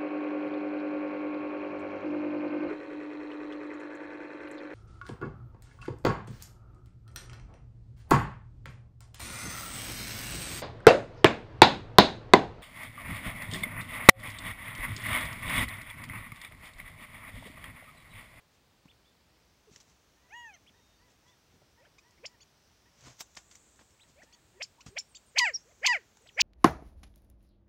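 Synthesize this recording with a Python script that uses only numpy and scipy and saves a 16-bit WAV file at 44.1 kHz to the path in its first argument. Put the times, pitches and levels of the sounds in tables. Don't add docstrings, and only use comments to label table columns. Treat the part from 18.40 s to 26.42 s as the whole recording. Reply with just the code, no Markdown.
import sys
import numpy as np
from scipy import signal
from scipy.fft import rfft, irfft, next_fast_len
from scipy.io import wavfile
from scipy.ndimage import uniform_filter1d

SR = 44100
rng = np.random.default_rng(int(sys.argv[2]) if len(sys.argv) > 2 else 0)


def ratio(d):
    e = np.asarray(d, float) / 20
    return 10 ** e


def to_wav(s):
    ch = np.atleast_2d(s).T
    pcm = np.round(np.clip(ch, -1, 1) * 32767)
    wavfile.write(sys.argv[1], SR, pcm.astype(np.int16))


N = 353682


def noise(size):
    return rng.standard_normal(size)


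def curve(table, hz):
    f, db = np.transpose(table)
    return ratio(np.interp(np.log(np.maximum(hz, 1)), np.log(f), db))


def colour(x, table):
    n = next_fast_len(len(x))
    f = np.arange(n // 2 + 1) * SR / n
    return irfft(rfft(x, n) * curve(table, f), n)[:len(x)]


def bell(x, hz, octaves):
    n = next_fast_len(len(x))
    f = np.arange(n // 2 + 1) * SR / n + 1
    band = np.exp(-.5 * (np.log2(f / hz) / octaves) ** 2)
    y = irfft(rfft(x, n) * band, n)[:len(x)]
    return y / np.sqrt(np.mean(y ** 2))


def walk(size, rate):
    k = max(int(SR / rate), 1)
    steps = np.repeat(noise(size // k + 1), k)
    return 1.31 * uniform_filter1d(uniform_filter1d(steps, k), k)[:size]


def flicker(size, rate, db):
    w = walk(size, rate)
    return ratio(db * (w - w.mean()))


def add(out, s, x):
    i = max(int(s * SR), 0)
    out[i:i + len(x)] += x[:max(len(out) - i, 0)]


def turns(hz):
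    return 2 * np.pi * np.cumsum(hz) / SR


def whistle(hz):
    return np.sin(turns(hz))


def arch(length, first_hz, top_hz, last_hz, at=.55, edge=.16):
    u = np.arange(int(length * SR)) / (length * SR)
    climb = (first_hz - top_hz) * (1 - u / at) ** 2
    sink = (last_hz - top_hz) * ((u - at) / (1 - at)) ** 2
    swell = np.sin(np.pi / 2 * np.clip(np.minimum(u, 1 - u) / edge, 0, 1))
    return top_hz + np.where(u < at, climb, sink), swell


def played(call, size):
    s, hz, db = np.transpose(call)
    t = np.arange(s.min() - .004, s.max() + 0.008, 1 / SR)
    fade = np.clip(np.minimum(t - t[0], t[-1] - t) / 0.0038, 0, 1)
    pitch = uniform_filter1d(np.interp(t, s, hz), size)
    return t[0], pitch, ratio(uniform_filter1d(np.interp(t, s, db), size)) * fade


def stack(hz, throat, tilt, shimmer=0., slack=0., beak=0.99, count=16):
    phase = turns(hz)
    out = 0
    for k in range(1, count + 1):
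        high = np.clip((k * hz - 3200) / 1000, 0, 1)
        gain = curve(throat, k * hz / beak ** (1 - high)) * (k * hz < SR / 2)
        gain = gain * float(k) ** -tilt * ratio(-slack * high)
        gain = gain * flicker(len(hz), 120, shimmer * (4 if k < 4 else 22))
        wander = shimmer * k * (.7 + .15 * high) * walk(len(hz), 340)
        out = out + gain * np.sin(k * phase + wander)
    return out, phase


# t/s, centre f/Hz, level/dB
BREEZE = [(0, 4200, -101), (.8, 4930, -83.5), (1.3, 6360, -81), (2, 6300, -79.5), (3, 5900, -80),
          (4, 5700, -80), (4.6, 5930, -74), (5.2, 7650, -71.5), (6, 7750, -79), (6.6, 7900, -79),
          (7.099, 7230, -73.5), (7.599, 6920, -76), (8.02, 6780, -78.5)]
# f/Hz, level/dB
AIR = [(15, -62), (28, -46), (45, 0), (70, -3), (200, -8), (400, -10), (800, -13), (2000, -17), (4500, -19),
       (8000, -26), (10500, -31.5), (13000, -31), (16000, -27.5), (17000, -64)]
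AIR_DB = -66


def breeze():
    t = np.arange(N) / SR
    s, hz, db = np.transpose(BREEZE)
    centre, hiss = np.interp(t, s, hz), 0
    for band in 3200 * 2 ** (np.arange(16) / 9):
        off = np.log2(band / centre)
        share = np.exp(-.5 * (off / np.where(off > 0, .09, .22)) ** 2)
        hiss = hiss + share * ratio(2.0 * walk(N, 7.0)) * bell(noise(N), band, 0.1)
    air = colour(noise(N), AIR)
    gusts = ratio(-75.0 + 1.3 * walk(N, 4.7)) * bell(noise(N), 56, 0.91)
    return hiss * ratio(np.interp(t, s, db) - 2.0) + air * ratio(AIR_DB - 1.5) / np.std(air) + gusts


# peak t/s, swell t/s, level/dB, centre f/Hz, thump level/dB
SWISHES = [(.15, 0.024, -69.5, 5500, -83), (1.339, 0.02, -57.5, 6000, -62), (1.316, 0.0056, -77, 600, -55),
           (1.5, 0.033, -64.5, 6300, -71), (2.707, 0.023, -68.5, 5000, -106), (2.89, 0.031, -69, 6000, -87),
           (3.149, 0.041, -74, 4500, -61), (4.592, 0.04, -70, 5500, -70), (4.674, 0.039, -51.5, 2740, -55),
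           (4.683, 0.025, -64, 600, -81), (4.809, .009, -39.5, 6000, -59), (5.698, 0.014, -62.5, 6500, -65),
           (5.835, 0.011, -58.5, 6500, -61.5), (6.474, 0.0092, -53, 7500, -68),
           (7.772, 0.0021, -53.5, 4000, -94.5)]
# peak t/s, rise t/s, level/dB, centre f/Hz, thump level/dB
SNAPS = [(0.456, 0.002, -70, 3500, -52.5), (1.364, 0.0045, -57, 5000, -58), (1.406, 0.0034, -55, 5960, -70),
         (2.302, 0.0062, -75, 3000, -57.5), (4.971, 0.0028, -44, 2900, -54),
         (5.114, 0.0019, -52.5, 5460, -79), (5.154, 0.0059, -56, 5630, -64),
         (5.395, 0.0031, -61.5, 1460, -64), (5.412, 0.0026, -63, 1380, -55),
         (6.464, 0.0018, -50, 3000, -42), (6.485, 0.0018, -55.5, 6500, -46)]
SNAP_FALL_S = 0.014
# f/Hz, level/dB
LEAF_TOP = [(100, -6), (600, 7), (4200, -1.5), (6000, 4), (7600, -1.5), (9500, -17), (16000, -22.5)]


def leaves(out):
    events = [(row, row[1]) for row in SWISHES] + [(row, SNAP_FALL_S) for row in SNAPS]
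    for (s, rise, db, hz, thump_db), fall in events:
        t = np.arange(-4 * rise, 5 * fall, 1 / SR)
        shape = np.exp(np.where(t < 0, t / rise, -t / fall))
        grains = noise(len(t)) * ratio(2.2 * walk(len(t), 1200))
        crackle = colour(bell(grains, hz, 2.2 if hz < 4900 else 1.7), LEAF_TOP)
        thump = shape * bell(noise(len(t)), 143, 1.0)
        add(out, s + t[0], shape * (ratio(db) * crackle + ratio(thump_db) * thump))


# t/s, length t/s, f/Hz, level/dB
RASPS = [
    (5.574, 0.094, 7860, -72),
    (7.002, 0.11, 7570, -53),
    (7.129, 0.041, 4650, -57),
    (7.16, 0.069, 6260, -66),
    (7.813, 0.1, 7800, -71.5),
    (7.91, 0.1, 5900, -67.5),
]


def rasps(out):
    for s, length, hz, db in RASPS:
        swell = np.hanning(int(length * SR))
        add(out, s, ratio(db) * swell * bell(noise(len(swell)), hz, 0.041))


CRINKLE_S, CRINKLE_FALL_S, CRINKLE_HZ, CRINKLE_DB = 4.81, .007, 14000, -50


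def crinkle(out):
    t = np.arange(-4 * CRINKLE_FALL_S, 5 * CRINKLE_FALL_S, 1 / SR)
    shape = np.exp(-np.abs(t) / CRINKLE_FALL_S)
    add(out, CRINKLE_S + t[0], ratio(CRINKLE_DB) * shape * bell(noise(len(t)), CRINKLE_HZ, 0.27))


# t/s, peak level/dB, centre f/Hz
TICKS = [(.456, -53, 4200), (.4575, -52, 1000), (4.968, -34, 3980), (4.9725, -33.5, 2520),
         (4.978, -44, 4200), (1.332, -54, 5900), (1.3603, -36.5, 2700), (1.3616, -31, 6200),
         (1.377, -57, 6500), (1.4024, -42, 3500), (1.4052, -56, 6300), (1.413, -50, 6000),
         (1.4305, -49, 6000), (3.219, -48, 580), (3.585, -55, 5000), (3.683, -51, 5600), (3.709, -49, 5430),
         (4.609, -41, 5750), (4.639, -47, 5200), (4.769, -50, 5300), (4.8018, -42, 5300),
         (4.8075, -29.5, 2580), (4.81, -40.5, 940), (4.816, -41, 900), (4.8075, -20.5, 6020),
         (4.8075, -37, 13000), (4.812, -21, 5700), (4.95, -43, 2800), (4.9543, -39, 6500),
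         (5.022, -51, 5500), (5.101, -53, 5500), (5.153, -46, 2000), (5.1555, -34.5, 6550),
         (5.172, -45, 6000), (5.32, -64, 7500), (5.36, -50, 6500), (5.392, -44, 1500), (5.507, -48, 5430),
         (5.684, -63, 7000)]


def twigs(out):
    t = np.arange(SR // 100) / SR
    for s, db, hz in TICKS:
        tick = colour(bell(noise(len(t)), hz, 0.63), LEAF_TOP) * np.exp(-t / (0.00064 + 2 / hz))
        add(out, s, ratio(db - 5.5) * tick / np.abs(tick).max())


# t/s, length t/s, foot f/Hz, top
# f/Hz, level/dB
ARCHES = [(.478, .041, 1950, 3560, -64), (2.138, .019, 5550, 6360, -60.5), (2.139, .02, 3000, 3220, -66),
          (2.263, .035, 1950, 3480, -63), (3.451, .012, 1300, 1780, -63), (3.45, .011, 2650, 3230, -69),
          (3.776, .014, 1750, 2280, -70), (5.595, .044, 1920, 4030, -64), (5.818, .012, 1620, 1960, -55)]
FOOT_SAG_HZ = 444
# t/s, length t/s, first f/Hz, last f/Hz, level/dB
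GLIDES = [(.645, .012, 3000, 3450, -74), (.652, .038, 3430, 3530, -68), (.69, .03, 3520, 3500, -76),
          (1.27, .033, 500, 340, -62), (1.89, .025, 5890, 5940, -76), (1.927, .15, 3300, 3290, -74),
          (2.142, .018, 4150, 4170, -73), (2.327, .27, 3780, 3600, -78.5), (2.555, .1, 4520, 4640, -82),
          (2.874, .036, 3210, 3680, -70), (2.922, .025, 3620, 3500, -75), (3.624, .06, 5760, 5620, -80),
          (5.497, .05, 5410, 5360, -80), (6.38, .026, 800, 1150, -64), (6.495, .04, 8400, 8050, -75),
          (6.686, .039, 9100, 8000, -71), (6.75, .011, 7000, 8150, -61.5), (6.86, .038, 9120, 8040, -70),
          (7.815, .012, 8180, 7980, -71.5)]
GLIDE_REST = 0.46
# t/s, length t/s, first f/Hz, last f/Hz, level/dB
HUM = [
    (4.615, .12, 130, 112, -56),
]


def pure_notes(out):
    notes = []
    for s, length, foot, top, db in ARCHES:
        notes.append((s, db, arch(length, foot, top, foot - FOOT_SAG_HZ, at=0.79, edge=0.071)))
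    for s, length, first, last, db in GLIDES:
        notes.append((s, db, arch(length, first, first + GLIDE_REST * (last - first), last)))
    for s, length, first, last, db in HUM:
        notes.append((s, db, arch(length, first, first, last, edge=0.53)))
    for s, db, (hz, swell) in notes:
        add(out, s, np.sqrt(2) * whistle(hz) * swell * ratio(db) * flicker(len(hz), 150, 1.5))


# t/s, length t/s, first f/Hz, top f/Hz, level/dB
TWO_VOICED = [
    (3.999, .039, 1490, 3510, -63),
    (5.921, 0.033, 1720, 3430, -63),
    (6.745, .03, 1887, 3760, -54),
]


def two_voiced_peeps(out):
    for s, length, first, top, db in TWO_VOICED:
        hz, swell = arch(length, first, top, .52 * top, at=.64)
        rise = np.clip((hz - 2200) / 600, 0, 1)
        extra = ratio(2.5) * whistle(2 * hz) + ratio(3.0) * whistle(0.46 * hz + 3050)
        add(out, s, (whistle(hz) + rise * extra) * swell * ratio(db))


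# t/s, f/Hz, level/dB
ANSWER = [(7.128, 4370, -78), (7.136, 5130, -47), (7.144, 5715, -29.5), (7.16, 5560, -27),
          (7.166, 5050, -33), (7.169, 4750, -52), (7.171, 3900, -72)]
# t/s, f/Hz, level/dB
THIN_WHISTLE = [(7.868, 1500, -59), (7.874, 3650, -54), (7.878, 5300, -60), (7.884, 4400, -68),
                (7.892, 3060, -47), (7.899, 1890, -63)]


def clear_whistles(out):
    for call in (ANSWER, THIN_WHISTLE):
        s, hz, gain = played(call, size=130)
        add(out, s, gain * whistle(hz))


# t/s, length t/s, top f/Hz, level/dB
FAR = [(.87, 0.14, 977, -84), (1.756, 0.23, 995, -78), (2.337, 0.071, 985, -75), (2.589, 0.11, 1006, -75.5),
       (2.827, 0.12, 1005, -76), (3.372, 0.048, 970, -71.5), (3.622, 0.13, 987, -75.5),
       (3.86, .1, 990, -75), (4.456, 0.032, 976, -71.5), (5.634, 0.024, 964, -74), (5.861, 0.14, 965, -77),
       (6.139, 0.059, 970, -76)]
# f/Hz, level/dB
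DISTANT = [(900, 1), (1750, 4), (2000, 3)]
# t/s, length t/s, top f/Hz, level/dB
CHIPS = [
    (3.58, .019, 1270, -66.5),
    (6.405, .017, 1500, -60),
]
# f/Hz, level/dB
CHIP_THROAT = [(1000, 10), (1600, -16), (2300, 14), (3000, 2.5), (4400, 0), (5300, 7), (6300, 3.5),
               (7400, -3), (8500, -22)]
FAR_FIRST, FAR_LAST, CHIP_FIRST, CHIP_LAST = .87, .89, .6, .66


def far_calls(out):
    far = (FAR, DISTANT, FAR_FIRST, FAR_LAST, .11, 2)
    chips = (CHIPS, CHIP_THROAT, CHIP_FIRST, CHIP_LAST, .45, 7)
    for calls, throat, first, last, edge, count in (far, chips):
        for s, length, top, db in calls:
            hz, swell = arch(length, first * top, top, last * top, at=0.62, edge=edge)
            tone, _ = stack(hz, throat, 0.055, shimmer=0.021, count=count)
            add(out, s, tone * swell * ratio(db) * flicker(len(hz), 60, 2.5))


# t/s, f/Hz, level/dB
FIRST = [(1.885, 600, -83), (1.907, 688, -61.5), (1.929, 844, -49.5), (1.945, 934, -51.5),
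         (1.975, 965, -46.5), (2.04, 946, -50.5), (2.093, 856, -52.5), (2.155, 684, -60), (2.182, 519, -77)]
# f/Hz, level/dB
FAR_THROAT = [(500, -8), (950, -2), (1590, -11), (1690, -1), (1885, 9), (1945, -2.5), (2100, 5), (2390, -5),
              (2540, 3.5), (2730, -11.5), (2890, -3.5), (3300, -19),
              (3700, -32), (4900, -39), (5900, -27), (6200, -7.5), (6800, -18), (7600, -29), (8500, -10)]


def far_quail(out):
    s, hz, gain = played(FIRST, size=500)
    slack = 150 * np.clip(1 - hz / 870, 0, 1)
    tone, _ = stack(hz, FAR_THROAT, 0.12, shimmer=0.03, slack=slack, count=8)
    add(out, s, gain * tone * flicker(len(hz), 30, .8))
    add(out, s, gain * ratio(-32) * bell(noise(len(hz)), 11000, 0.68))


# top t/s, effort level/dB, pitch factor, drop-out level/dB
CLUCKS = [
    (3.45, -56.5, .96, -16),
    (5.815, -52, 1.04, -20),
    (7.305, -60, .86, -1),
]
# t/s from the top, f/Hz, effort level/dB, drop-out share 0-1
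CLUCK = [(-.053, 502, -8.5, 0), (-.028, 571, -0.5, 0), (-.005, 744, 2, 0.1), (0, 824, 2.5, 0.8),
         (0.013, 805, 5, 1), (.017, 688, 3.5, 0), (.029, 442, -11, 0)]
# t/s, f/Hz, level/dB
THIN_WIND_UP = [(7.81, 420, -67.5), (7.85, 514, -68), (7.866, 697, -48), (7.870, 813, -85)]
PIT_BEAK = 1


def soft_notes():
    for s, db, factor, out_db in CLUCKS:
        points = [(s + d, f * factor, db + e + share * out_db) for d, f, e, share in CLUCK]
        yield *played(points, size=70), PIT_BEAK
    yield *played(THIN_WIND_UP, size=70), PIT_BEAK


# crack t/s, effort level/dB, wind-up pitch factor, whistle end t/s, its last f/Hz
PITS = [
    (3.855, -39, 0.89, 0.014, 2390),
    (6.222, -35.5, 1, 0.0205, 2285),
    (6.581, -33.5, 1.05, .021, 2640),
]
# t/s from the crack, f/Hz, effort level/dB
WIND_UP = [(-.072, 350, -32), (-.05, 379.4, -24), (-.031, 421, -32), (-.02, 505.4, -12.5),
           (-.012, 575, -2.5), (-.002, 782, -1), (0, 1463, 0)]
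LEAP_S, LEAP_HZ = .0067, 2860
DROP_S, DROP_HZ, DROP_DB = .008, 1150, -24


def pit_notes():
    for s, db, factor, end, end_hz in PITS:
        whistled = [(LEAP_S / 2, 2200, -4), (LEAP_S, LEAP_HZ, .5), (end, end_hz, -3),
                    (end + 0.0024, 0.95 * end_hz, -17), (end + DROP_S, DROP_HZ, DROP_DB)]
        points = [(s + d, f * factor, db + e) for d, f, e in WIND_UP]
        points += [(s + d, f, db + e) for d, f, e in whistled]
        yield *played(points, size=70), PIT_BEAK


# crack t/s, wind-up stretch, fall stretch, half width of the leap t/s, effort level/dB
CALLS_LOUD = [
    (6.9885, 0.83, 1.05, 0.0046, -23.5),
    (7.4665, 1.054, 0.96, 0.0043, -23.5),
    (8.0105, .98, 1.4, .005, -22.5),
]
# t/s from the crack, f/Hz, effort level/dB, beak opening as a factor on the throat resonances
CALL = [(-.047, 445, -30, .95), (-.032, 563.2, -14, 0.87), (-.011, 816, -2.5, 1.01), (0.013, 962, -4, 1.07),
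        (0.032, 972.6, 3, 1.01), (0.054, 956, 1.5, .98), (0.078, 770, -6.5, .93), (0.102, 631.5, -9.5, .88),
        (0.117, 520, -19, 0.87)]
# t/s from the crack, f/Hz, effort level/dB
LEAD_IN = [(-0.056, 340, -58.5)]
# t/s from the crack, f/Hz, effort level/dB
TRAIL = [(.129, 458, -30), (.165, 312, -48)]
CRACK_HZ, FALL_S = 1500, 0.079
CRACK_STEEP, CRACK_DB, CRACK_LAG_S = 3.1, 8.5, 0.0024
SETTLE_HZ, SETTLE_S = 119, .009


def loud_calls():
    for s, stretch, fall, width, db in CALLS_LOUD:
        points = []
        for d, f, e, *_ in LEAD_IN + CALL + TRAIL:
            moved = d * stretch if d < 0 else d + (fall - 1) * 3 * max(d - FALL_S, 0)
            points.append((s + moved, f, db + e))
        start, hz, gain = played(points, size=70)
        after = start + np.arange(len(hz)) / SR - s
        opening = np.interp(after, np.transpose(CALL)[0], np.transpose(CALL)[3])
        leap = 1 / (1 + np.abs(after / width) ** CRACK_STEEP)
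        push = 1 / (1 + np.abs((after - CRACK_LAG_S) / width) ** CRACK_STEEP)
        settle = SETTLE_HZ * np.clip(after / width, 0, 1) * np.exp(-np.maximum(after, 0) / SETTLE_S)
        yield start, hz + settle + CRACK_HZ * leap, gain * ratio(CRACK_DB * push ** 0.45), opening


# f/Hz, level/dB
WHISTLE_PATH = [(2000, -5), (2700, 4.5), (3700, -3), (4700, 1.5), (5600, 0), (6500, -2), (7600, 1),
                (8500, -12)]


def cracked_voice(hz, phase, gain):
    beak = flicker(len(hz), 1100, 2.6)
    apart = 1720 + 60 * walk(len(hz), 500)
    drift = turns(apart)
    main = beak * curve(WHISTLE_PATH, 2 * hz) * np.sin(2 * phase)
    second = ratio(-9) * curve(WHISTLE_PATH, 2 * hz + apart) * np.sin(2 * phase + drift)
    third = ratio(-26.5) * np.sin(2 * phase + 2 * drift)
    low = ratio(-19.5) * (gain / ratio(-19.5)) ** 0.44 * np.clip((hz - 1200) / 900, 0, 1) * np.sin(phase)
    return main + second + third + low + ratio(-29.5) * np.sin(4 * phase)


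# f/Hz, level/dB
NEAR_THROAT = [(400, 1), (720, -9.5), (980, -9), (1350, -19.5), (1600, -6), (2400, 9), (2750, 1.5),
               (2910, -16), (3150, -0.5), (3700, -26.5), (5000, -8.5), (5800, -29.5), (7000, -24.5),
               (9000, -85.5)]
BLUR, SLACK_DB = .07, 25


def near_quail(out):
    for s, hz, gain, opening in [*loud_calls(), *pit_notes(), *soft_notes()]:
        size = len(hz)
        crack = np.clip((hz - 1110) / 130, 0, 1)
        soft = np.clip(1 - gain / ratio(-36.0), 0, 1)
        hz = hz * (1 + (.003 + .01 * crack) * walk(size, 900))
        slack = SLACK_DB * np.clip(1 - hz / 980, 0, 1)
        tone, phase = stack(hz, NEAR_THROAT, 0.3 + 1.6 * soft, shimmer=BLUR, slack=slack, beak=opening)
        voice = (1 - crack) * tone + crack * cracked_voice(hz, phase, gain)
        harsh = colour(bell(noise(size), 5000, .6), LEAF_TOP) * (gain / ratio(-24)) ** .9
        rasp = uniform_filter1d(crack, size=300)
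        breath = colour(noise(size), NEAR_THROAT)
        hiss = bell(noise(size), 6000, 0.28) * (1 - soft)
        air = bell(noise(size), 12000, 0.35) * (gain / ratio(-32.5)) ** .6
        air = air * (.12 + signal.lfilter([.004], [1, -.996], crack ** 2))
        rough = ratio(-11.0) * rasp * harsh + ratio(-36) * air + ratio(-29.0) * breath + ratio(-29) * hiss
        add(out, s, gain * (voice + rough))


# f/Hz, level/dB
SHRUB = [(300, -44), (1500, 5.5), (2200, -5.5), (3700, 4.5), (5500, -1.5), (7300, 9), (9000, 8.5),
         (14000, -23)]


def shrub_echo(out):
    t = np.arange(SR // 2) / SR
    tail = ratio(-23.0) * ratio(-60 * t / 0.054) + ratio(-45.5) * ratio(-60 * t / 0.28)
    echo = colour(noise(len(t)), SHRUB) * tail * np.clip(t / .004, 0, 1) * ratio(-10)
    return signal.fftconvolve(out, echo)[:N]


def scene():
    out = np.zeros(N)
    for source in (leaves, rasps, crinkle, twigs, pure_notes, two_voiced_peeps, clear_whistles,
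                   far_calls, far_quail, near_quail):
        source(out)
    return (out + shrub_echo(out) + breeze())[None]


def roll_off(x):
    return signal.sosfilt(signal.butter(12, 16230, fs=SR, output="sos"), x)


# f/Hz, level/dB
MIC = [(20, -20), (36, -6), (50, 0), (15800, 0), (16300, -50)]


def record(dry):
    rounded = np.tanh(1.5 * dry[0]) / 1.5
    return roll_off(colour(rounded, MIC)[None])


dry = scene()
out = record(dry)
to_wav(out)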